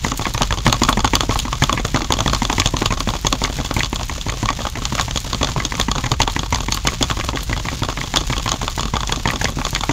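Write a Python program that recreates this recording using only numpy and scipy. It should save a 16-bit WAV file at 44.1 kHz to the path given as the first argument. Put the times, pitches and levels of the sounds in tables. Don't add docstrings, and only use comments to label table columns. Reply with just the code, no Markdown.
import sys
import numpy as np
from scipy.fft import rfft, irfft, next_fast_len
from scipy.io import wavfile
from scipy.ndimage import uniform_filter1d, map_coordinates

SR = 44100
rng = np.random.default_rng(int(sys.argv[2]) if len(sys.argv) > 2 else 0)


def log_audio(samples):
    frames = np.atleast_2d(samples).T
    limited = np.clip(frames, -1, 1)
    pcm = np.round(limited * 32767).astype(np.int16)
    wavfile.write(sys.argv[1], SR, pcm)


N = 437472

# (time [s], frame thud level [dB], axle crack level [dB])
DROPS = [(0.0467, -19, -17), (0.1945, -22, -24.5), (0.3467, -18, -21.5), (0.5075, -19, -20),
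         (0.665, -11.5, -15), (0.818, -12.0, -16.0), (0.9727, -15, -19.5), (1.1345, -15, -14.5),
         (1.2934, -15.5, -23), (1.4524, -23, -26.5), (1.622, -11, -14), (1.7755, -23, -23),
         (1.9451, -12.5, -19), (2.1046, -15.5, -17.5), (2.2609, -16, -20), (2.4199, -17, -17),
         (2.5818, -17, -18), (2.739, -15.5, -22.0), (2.9057, -19.0, -21.5), (3.0742, -16, -26.0),
         (3.248, -17.5, -19.5), (3.4175, -20.5, -22.5), (3.5874, -20.5, -28.5), (3.765, -15, -19.5),
         (3.929, -20, -23), (4.0961, -30.5, -23), (4.2653, -21.5, -28), (4.4292, -16, -22.5),
         (4.5904, -25.5, -28), (4.755, -27, -26), (4.9238, -18.5, -24), (5.0813, -24, -25.5),
         (5.246, -33, -34), (5.412, -17.5, -22.5), (5.5624, -21, -22), (5.7221, -24, -21.5),
         (5.8838, -17, -20), (6.0397, -19.5, -21.5), (6.202, -14.5, -12), (6.3636, -18, -24),
         (6.5251, -17.5, -15.5), (6.6846, -20.5, -21.0), (6.851, -21, -23.5), (7.0106, -16, -25),
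         (7.171, -24, -27), (7.3324, -24, -28.5), (7.4958, -21, -29), (7.6527, -27, -25.0),
         (7.8206, -16.0, -25.5), (7.9735, -26, -23.5), (8.1398, -22.5, -19), (8.2999, -17, -24),
         (8.4601, -19, -21), (8.6151, -28.5, -23), (8.7777, -22, -23), (8.9373, -18.0, -19.5),
         (9.0939, -22, -22.0), (9.256, -17.0, -16), (9.4133, -22, -19.5), (9.5714, -21, -44),
         (9.73, -22, -30), (9.893, -15.0, -17)]
# (delay [s], scatter of the delay [s], frame thud level [dB], drum clank level [dB], gear tick level [dB])
BOUNCES = [(0.017, 0.002, -22, -31.5, -32), (0.03, 0.0042, -28.5, -29.5, -28.5),
           (0.064, 0.004, -30.5, -28.5, -31.5), (0.077, 0.004, -26, -31, -32),
           (0.1, 0.005, -35, -34, -32.5)]
# (time [s], frame thud level [dB], drum clank level [dB], gear tick level [dB])
SINGLE_CLANKS = [(0.118, -20.5, -21, -24), (0.267, -21, -22, -28), (0.378, -33, -24.5, -23.5),
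                 (0.411, -17, -23, -45), (0.42, -22, -18, -15.5), (0.432, -32, -25, -21),
                 (0.5253, -25, -21, -20.5), (0.679, -18, -19, -20.0), (0.727, -27, -14.5, -11.5),
                 (0.835, -25, -18.5, -15), (0.889, -14, -10.0, -18.5), (0.928, -22, -22.5, -19),
                 (0.993, -24, -22.5, -26.5), (1.0044, -31.0, -25, -24.0), (1.046, -14.5, -10.5, -15.5),
                 (1.055, -27, -41, -22), (1.076, -33.0, -24, -23.0), (1.154, -24, -21.5, -9.5),
                 (1.207, -22, -18, -16.0), (1.234, -22, -29, -30.5), (1.31, -34, -21.5, -28),
                 (1.357, -20, -18, -29), (1.391, -36.5, -31, -20), (1.3989, -41, -45, -21),
                 (1.529, -25, -19, -25.0), (1.638, -24.5, -20, -14.5), (1.695, -25, -13.5, -24.5),
                 (1.728, -19, -20.5, -17.5), (1.851, -20, -21, -23), (1.961, -31, -21, -21),
                 (2.123, -23, -17, -13), (2.138, -24, -29.0, -20.5), (2.189, -26, -25, -24),
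                 (2.2055, -21, -18, -19), (2.278, -23, -21, -18), (2.333, -18.5, -17, -20),
                 (2.348, -28, -23.5, -19), (2.4514, -26, -26, -20), (2.499, -20, -16, -22.5),
                 (2.528, -24.0, -21.5, -22), (2.599, -18, -20, -12.5), (2.659, -13.5, -22, -14.5),
                 (2.6732, -34.0, -30, -19), (2.7677, -30, -24.5, -21.0), (2.82, -16.5, -19, -32),
                 (2.859, -19, -19, -15.0), (2.924, -24, -20, -24), (3.005, -22.5, -22, -20.5),
                 (3.089, -28.5, -22, -23.5), (3.268, -19.5, -21, -13.5), (3.327, -18, -17, -13),
                 (3.439, -23, -25, -17), (3.711, -21, -23, -28.5), (3.833, -21, -25.5, -19.5),
                 (3.8461, -35.5, -32, -23.5), (3.9595, -27, -28.5, -23.0), (4.213, -50, -44.0, -26),
                 (4.4576, -25, -23, -23.5), (4.504, -20.5, -21, -24), (4.6525, -29, -22, -32.0),
                 (4.669, -26, -22.5, -26.5), (4.854, -33, -27, -18.0), (4.952, -29.0, -25.0, -23.5),
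                 (4.981, -30, -23, -29), (4.997, -26.0, -16.5, -23), (5.011, -34, -39, -18.5),
                 (5.11, -28, -30, -23.5), (5.1595, -21, -28, -22), (5.174, -37.0, -25.5, -18.5),
                 (5.331, -25, -23, -20.5), (5.3466, -22, -31, -23.0), (5.43, -17.5, -23.0, -17),
                 (5.446, -30.0, -24, -19.5), (5.651, -23, -29, -17.0), (5.799, -18, -19, -19),
                 (5.813, -34, -32, -17.0), (5.915, -24, -21, -18.0), (5.982, -21.5, -24.5, -24.5),
                 (6.117, -16, -18, -16.5), (6.217, -28.5, -23, -13), (6.2322, -22.5, -38.5, -25),
                 (6.277, -24, -17, -23), (6.392, -22, -29, -20.5), (6.546, -31, -23, -19.5),
                 (6.5582, -27, -25, -23), (6.723, -30, -24, -15.5), (6.7736, -30.5, -24.5, -29.5),
                 (6.872, -19, -18, -13), (7.027, -23, -19.5, -12.5), (7.1008, -34.0, -22, -26),
                 (7.112, -20.0, -20.0, -23.0), (7.289, -20, -21.5, -23), (7.834, -24, -23, -22.5),
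                 (7.887, -21.5, -20.5, -29.5), (8.16, -27, -19, -14.5), (8.171, -22, -19, -11.5),
                 (8.327, -27, -26, -23.5), (8.478, -27, -20.5, -24), (8.491, -31, -27, -19.5),
                 (8.518, -27, -19.5, -16.5), (8.68, -36, -20, -24.5), (8.7954, -30, -22.0, -25),
                 (8.808, -27, -28, -22.5), (8.832, -28, -26, -25), (8.956, -26.5, -23, -26.0),
                 (8.967, -32, -19, -24.0), (9.0064, -29, -26, -25), (9.0325, -24.5, -22, -28),
                 (9.074, -34, -42, -24.5), (9.123, -25.5, -20.5, -17.5), (9.1606, -34.5, -32.0, -26),
                 (9.2749, -23.5, -23.5, -20.5), (9.359, -28, -28, -24.5), (9.444, -19, -29, -16.5),
                 (9.615, -36, -24, -37), (9.651, -32.5, -23.5, -20.0), (9.6666, -33, -22.5, -27.0),
                 (9.75, -44, -29, -17.0), (9.809, -30, -28, -23.5), (9.836, -43, -19.5, -25.5)]
# (time [s], level [dB])
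BRACKET_SLAPS = [(0.255, -19.5), (0.666, -12), (1.776, -21), (2.619, -20), (3.449, -20), (3.806, -17),
                 (4.295, -24.5), (4.489, -14.5), (4.99, -22), (5.602, -21), (6.062, -27), (6.364, -22),
                 (6.885, -19.5), (7.211, -24.5), (7.372, -21.5), (7.529, -20), (7.686, -22), (8.014, -23.5),
                 (8.333, -22.5), (9.288, -21.5), (9.303, -19.5), (9.455, -18), (9.761, -21.5)]
# (time [s], level before a common trim [dB])
PEBBLES = [(0.1757, -17.5), (0.3385, -19.5), (0.893, -15), (1.39, -15), (3.741, -19), (3.7653, -24),
           (5.2033, -23), (5.7999, -19.5), (6.745, -16.5), (7.2482, -24), (7.4335, -19), (8.7633, -23.5),
           (9.7072, -21)]

# (frequency [Hz], bandwidth [Hz], relative level [dB])
FRAME_MODES = [(53.6, 40, -4), (112.8, 40.2, 2.5), (234, 65, -3), (530, 320, -14.5)]
AXLE_MODES = [(962, 124, 17), (1124, 220, 0), (1690, 270, 4.5), (2010, 220, 5), (2980, 390, -13),
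              (6070, 1500, -7)]
DRUM_MODES = [(562, 240, -15.5), (888, 160, -5.5), (1096, 101, 0), (1212, 67, -17), (2080, 810, -22)]
GEAR_MODES = [(3056, 180, -5.5), (3425, 167, 5), (3690, 270, -5), (4324, 266, -6.5), (4450, 1900, -6.5),
              (6320, 600, -2), (6600, 190, -33)]
BRACKET_MODES = [(1150, 110, -2.5), (1685, 120, -7.5), (1975, 200, 0.5), (2200, 290, -5)]
RIM_MODES = [(4500, 390, 0), (6760, 310, -21), (8600, 720, 4), (9900, 1300, 9.5), (12600, 2100, 8.5),
             (14200, 2800, -12)]

# (frequency [Hz], relative level per hertz [dB])
GRIND_SPECTRUM = [(60, 11.5), (140, 15), (300, -2.5), (600, -6), (1100, -2.5), (1500, -6), (2500, -3.5),
                  (3400, -0.5), (5300, -3), (6800, -1.5), (8500, 0), (15500, -5)]
# (frequency [Hz], relative level per hertz [dB])
ROCKING_SPECTRUM = [(10, -35), (24, -14), (37, -1), (47, 2.5), (62, -5), (90, -15.5), (170, -19),
                    (400, -70)]
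# (frequency [Hz], gain [dB])
TREBLE_ROLLOFF = [(7100, 1), (7900, -11), (10000, -15.5), (15500, -13.5)]

BOUNCE_FOLLOWS = 0.52
FORCE_SCATTER_DB, ANGLE_SCATTER_DB = 1.24, 2.5
BOUNCE_CEILING_DB = -23
FLIGHT_S, RECOIL_S = 0.019, 0.01
CLANK_LINGER, BOUNCE_LINGER = 0.94, 1.65
SLAP_TICK_DB = -13
ROCK_DB, ROCK_FOLLOWS = -27, 0.22
ROCK_PULSE, ROCK_WANDER_DB = 0.25, 1.5
GRIND_DB = -29
SAND_DB, SAND_SCATTER_DB = -29.5, 3
TOP_HZ, OVERLOAD = 15650, 0.74


def amp(db):
    return 10 ** (np.asarray(db) / 20)


def unit(x):
    return x / np.sqrt(np.mean(x ** 2) + 1e-20)


def wobble(rate):
    knots = rng.standard_normal(int(N * rate / SR) + 4)
    return map_coordinates(knots, [np.arange(N) * rate / SR])


def envelope(x, size):
    return np.sqrt(np.abs(uniform_filter1d(x ** 2, size)) + 1e-12)


def filtered(x, response):
    m = next_fast_len(N + SR // 2)
    hz = np.fft.rfftfreq(m, 1 / SR)
    return irfft(rfft(x, m) * response(hz), m)[:N]


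def coloured(x, spectrum):
    f, db = np.transpose(spectrum)
    return filtered(x, lambda hz: amp(np.interp(np.log(hz + 1), np.log(f), db)))


def placed(times, sounds):
    start = np.round(np.maximum(times, 0) * SR).astype(int)
    at = start[:, None] + np.arange(sounds.shape[1])
    return np.bincount(at.ravel(), sounds.ravel(), N)[:N]


def strike(times, levels_db, modes, chatter_s, chatter_db, scrape_db, soft_hz, size=2048):
    count, lead = len(times), SR // 100
    t, hz = (np.arange(size) - lead) / SR, np.fft.rfftfreq(size, 1 / SR)

    chatter_length = chatter_s * amp(3 * rng.standard_normal((count, 1)))
    chatter = np.exp(np.minimum(t / 0.00033, -t / chatter_length))
    scrape = amp(scrape_db) * np.exp(np.minimum(t / 0.0046, -t / 0.016))
    force = (chatter + scrape) * rng.laplace(size=(count, size))
    force *= amp(chatter_db) / np.linalg.norm(force, axis=1, keepdims=True)
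    force[:, lead] += 1

    body = 0
    for centre, width, db in modes:
        pitch, strength = rng.standard_normal((count, 2)).T[:, :, None]
        pole = (centre + 0.2 * width * pitch) ** 2 - hz ** 2 + 1j * hz * width
        body = body + amp(db + 2.5 * strength) * (1j * hz * width) / pole

    slope = 1j * hz / (0.58 * modes[0][0])
    radiation = slope ** 2 / (1 + np.sqrt(2) * slope + slope ** 2)
    softness = 1 / (1 + 1j * hz / soft_hz) ** 2
    blows = irfft(rfft(force) * body * (radiation * softness), size)

    rms = np.sqrt(np.mean(blows[:, lead:2 * lead] ** 2, axis=1))
    gain = amp(levels_db) / rms
    return placed(times - lead / SR, blows * gain[:, None])


def knocks():
    s, thud_db, crack_db = np.transpose(DROPS)
    frame = strike(s, thud_db, FRAME_MODES, chatter_s=0.011, chatter_db=0.5, scrape_db=-10.5,
                   soft_hz=540, size=4096)
    axle = strike(s, crack_db, AXLE_MODES, chatter_s=0.0039, chatter_db=13, scrape_db=-19, soft_hz=16000)
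    return frame + axle


def clanks(rows, linger):
    s, thud_db, clank_db, tick_db = np.transpose(rows)
    frame = strike(s, thud_db, FRAME_MODES, chatter_s=0.0028 * linger, chatter_db=4.5, scrape_db=-4,
                   soft_hz=1490, size=4096)
    drum = strike(s, clank_db, DRUM_MODES, chatter_s=0.0014 * linger, chatter_db=13, scrape_db=-16.5,
                  soft_hz=4170)
    gears = strike(s, tick_db, GEAR_MODES, chatter_s=0.0015 * linger, chatter_db=16, scrape_db=-22.5,
                   soft_hz=18700)
    return frame + drum + gears


def bounces():
    drop_s, drop_db, _ = np.transpose(DROPS)[:, :, None]
    delay, scatter, *part_db = np.transpose(BOUNCES)
    draws = rng.standard_normal((len(DROPS), len(BOUNCES), 5))
    timing, force, *angle = np.moveaxis(draws, 2, 0)
    s = drop_s + delay + scatter * timing
    force_db = BOUNCE_FOLLOWS * (drop_db - drop_db.mean()) + FORCE_SCATTER_DB * force

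    since_clank = s[..., None] - np.transpose(SINGLE_CLANKS)[0]
    crowded = ((since_clank > -FLIGHT_S) & (since_clank < RECOIL_S)).any(axis=-1)
    force_db = np.where(crowded, -120, force_db)

    levels = []
    for db, own in zip(part_db, angle):
        level_db = db + force_db + ANGLE_SCATTER_DB * own
        levels.append(np.minimum(level_db, BOUNCE_CEILING_DB))
    return np.stack([s, *levels], axis=-1).reshape(s.size, -1)


def clacks():
    s, slap_db = np.transpose(BRACKET_SLAPS)
    bracket = strike(s, slap_db, BRACKET_MODES, chatter_s=0.0011, chatter_db=1, scrape_db=-15.5,
                     soft_hz=3840)
    gears = strike(s, slap_db + SLAP_TICK_DB, GEAR_MODES, chatter_s=0.00086, chatter_db=9, scrape_db=-33,
                   soft_hz=14000)
    return bracket + gears


def pebbles():
    s, db = np.transpose(PEBBLES)
    return strike(s, db - 0.5, RIM_MODES, chatter_s=0.00078, chatter_db=21, scrape_db=-16.5, soft_hz=19000)


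def vigour_db():
    s, thud_db, _ = np.transpose(DROPS)
    relative_db = np.interp(np.arange(N) / SR, s, thud_db - thud_db.mean())
    return uniform_filter1d(relative_db, size=SR // 2)


def rocking(shaking):
    shudder = coloured(rng.standard_normal(N), ROCKING_SPECTRUM)
    even_swing = shudder / envelope(shudder, size=2800)
    level_db = ROCK_DB + ROCK_FOLLOWS * vigour_db() + ROCK_WANDER_DB * wobble(6)
    return amp(level_db) * unit(shaking ** ROCK_PULSE * even_swing)


def grinding(shaking, grit_db, flutter_db, surge_db, load_share):
    grains = rng.standard_normal(N) * amp(grit_db * wobble(2500))
    unevenness = amp(flutter_db * wobble(160) + surge_db * wobble(25))
    load = (shaking + 0.6) ** load_share * unevenness
    return amp(GRIND_DB) * unit(load * coloured(grains, GRIND_SPECTRUM))


def sand(count):
    s = rng.uniform(0, N / SR, count)
    db = SAND_DB + SAND_SCATTER_DB * rng.standard_normal(count)
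    return strike(s, db, RIM_MODES, chatter_s=0.0007, chatter_db=11, scrape_db=-19, soft_hz=19000)


def scene():
    single = clanks(SINGLE_CLANKS, linger=CLANK_LINGER)
    light = clanks(bounces(), linger=BOUNCE_LINGER)
    rattle = knocks() + single + light + clacks()
    shaking = unit(envelope(rattle, size=3000))
    rock = rocking(shaking)
    grind = grinding(shaking, grit_db=4.5, flutter_db=2.5, surge_db=2.24, load_share=0.14)
    return (rattle + pebbles() + rock + grind + sand(count=70))[None]


def record(dry):
    x = coloured(dry[0], TREBLE_ROLLOFF)
    x = x / (1 + np.abs(x / OVERLOAD) ** 7) ** (1 / 7)
    return filtered(x, lambda hz: hz < TOP_HZ)[None]


dry = scene()
out = record(dry)
log_audio(out)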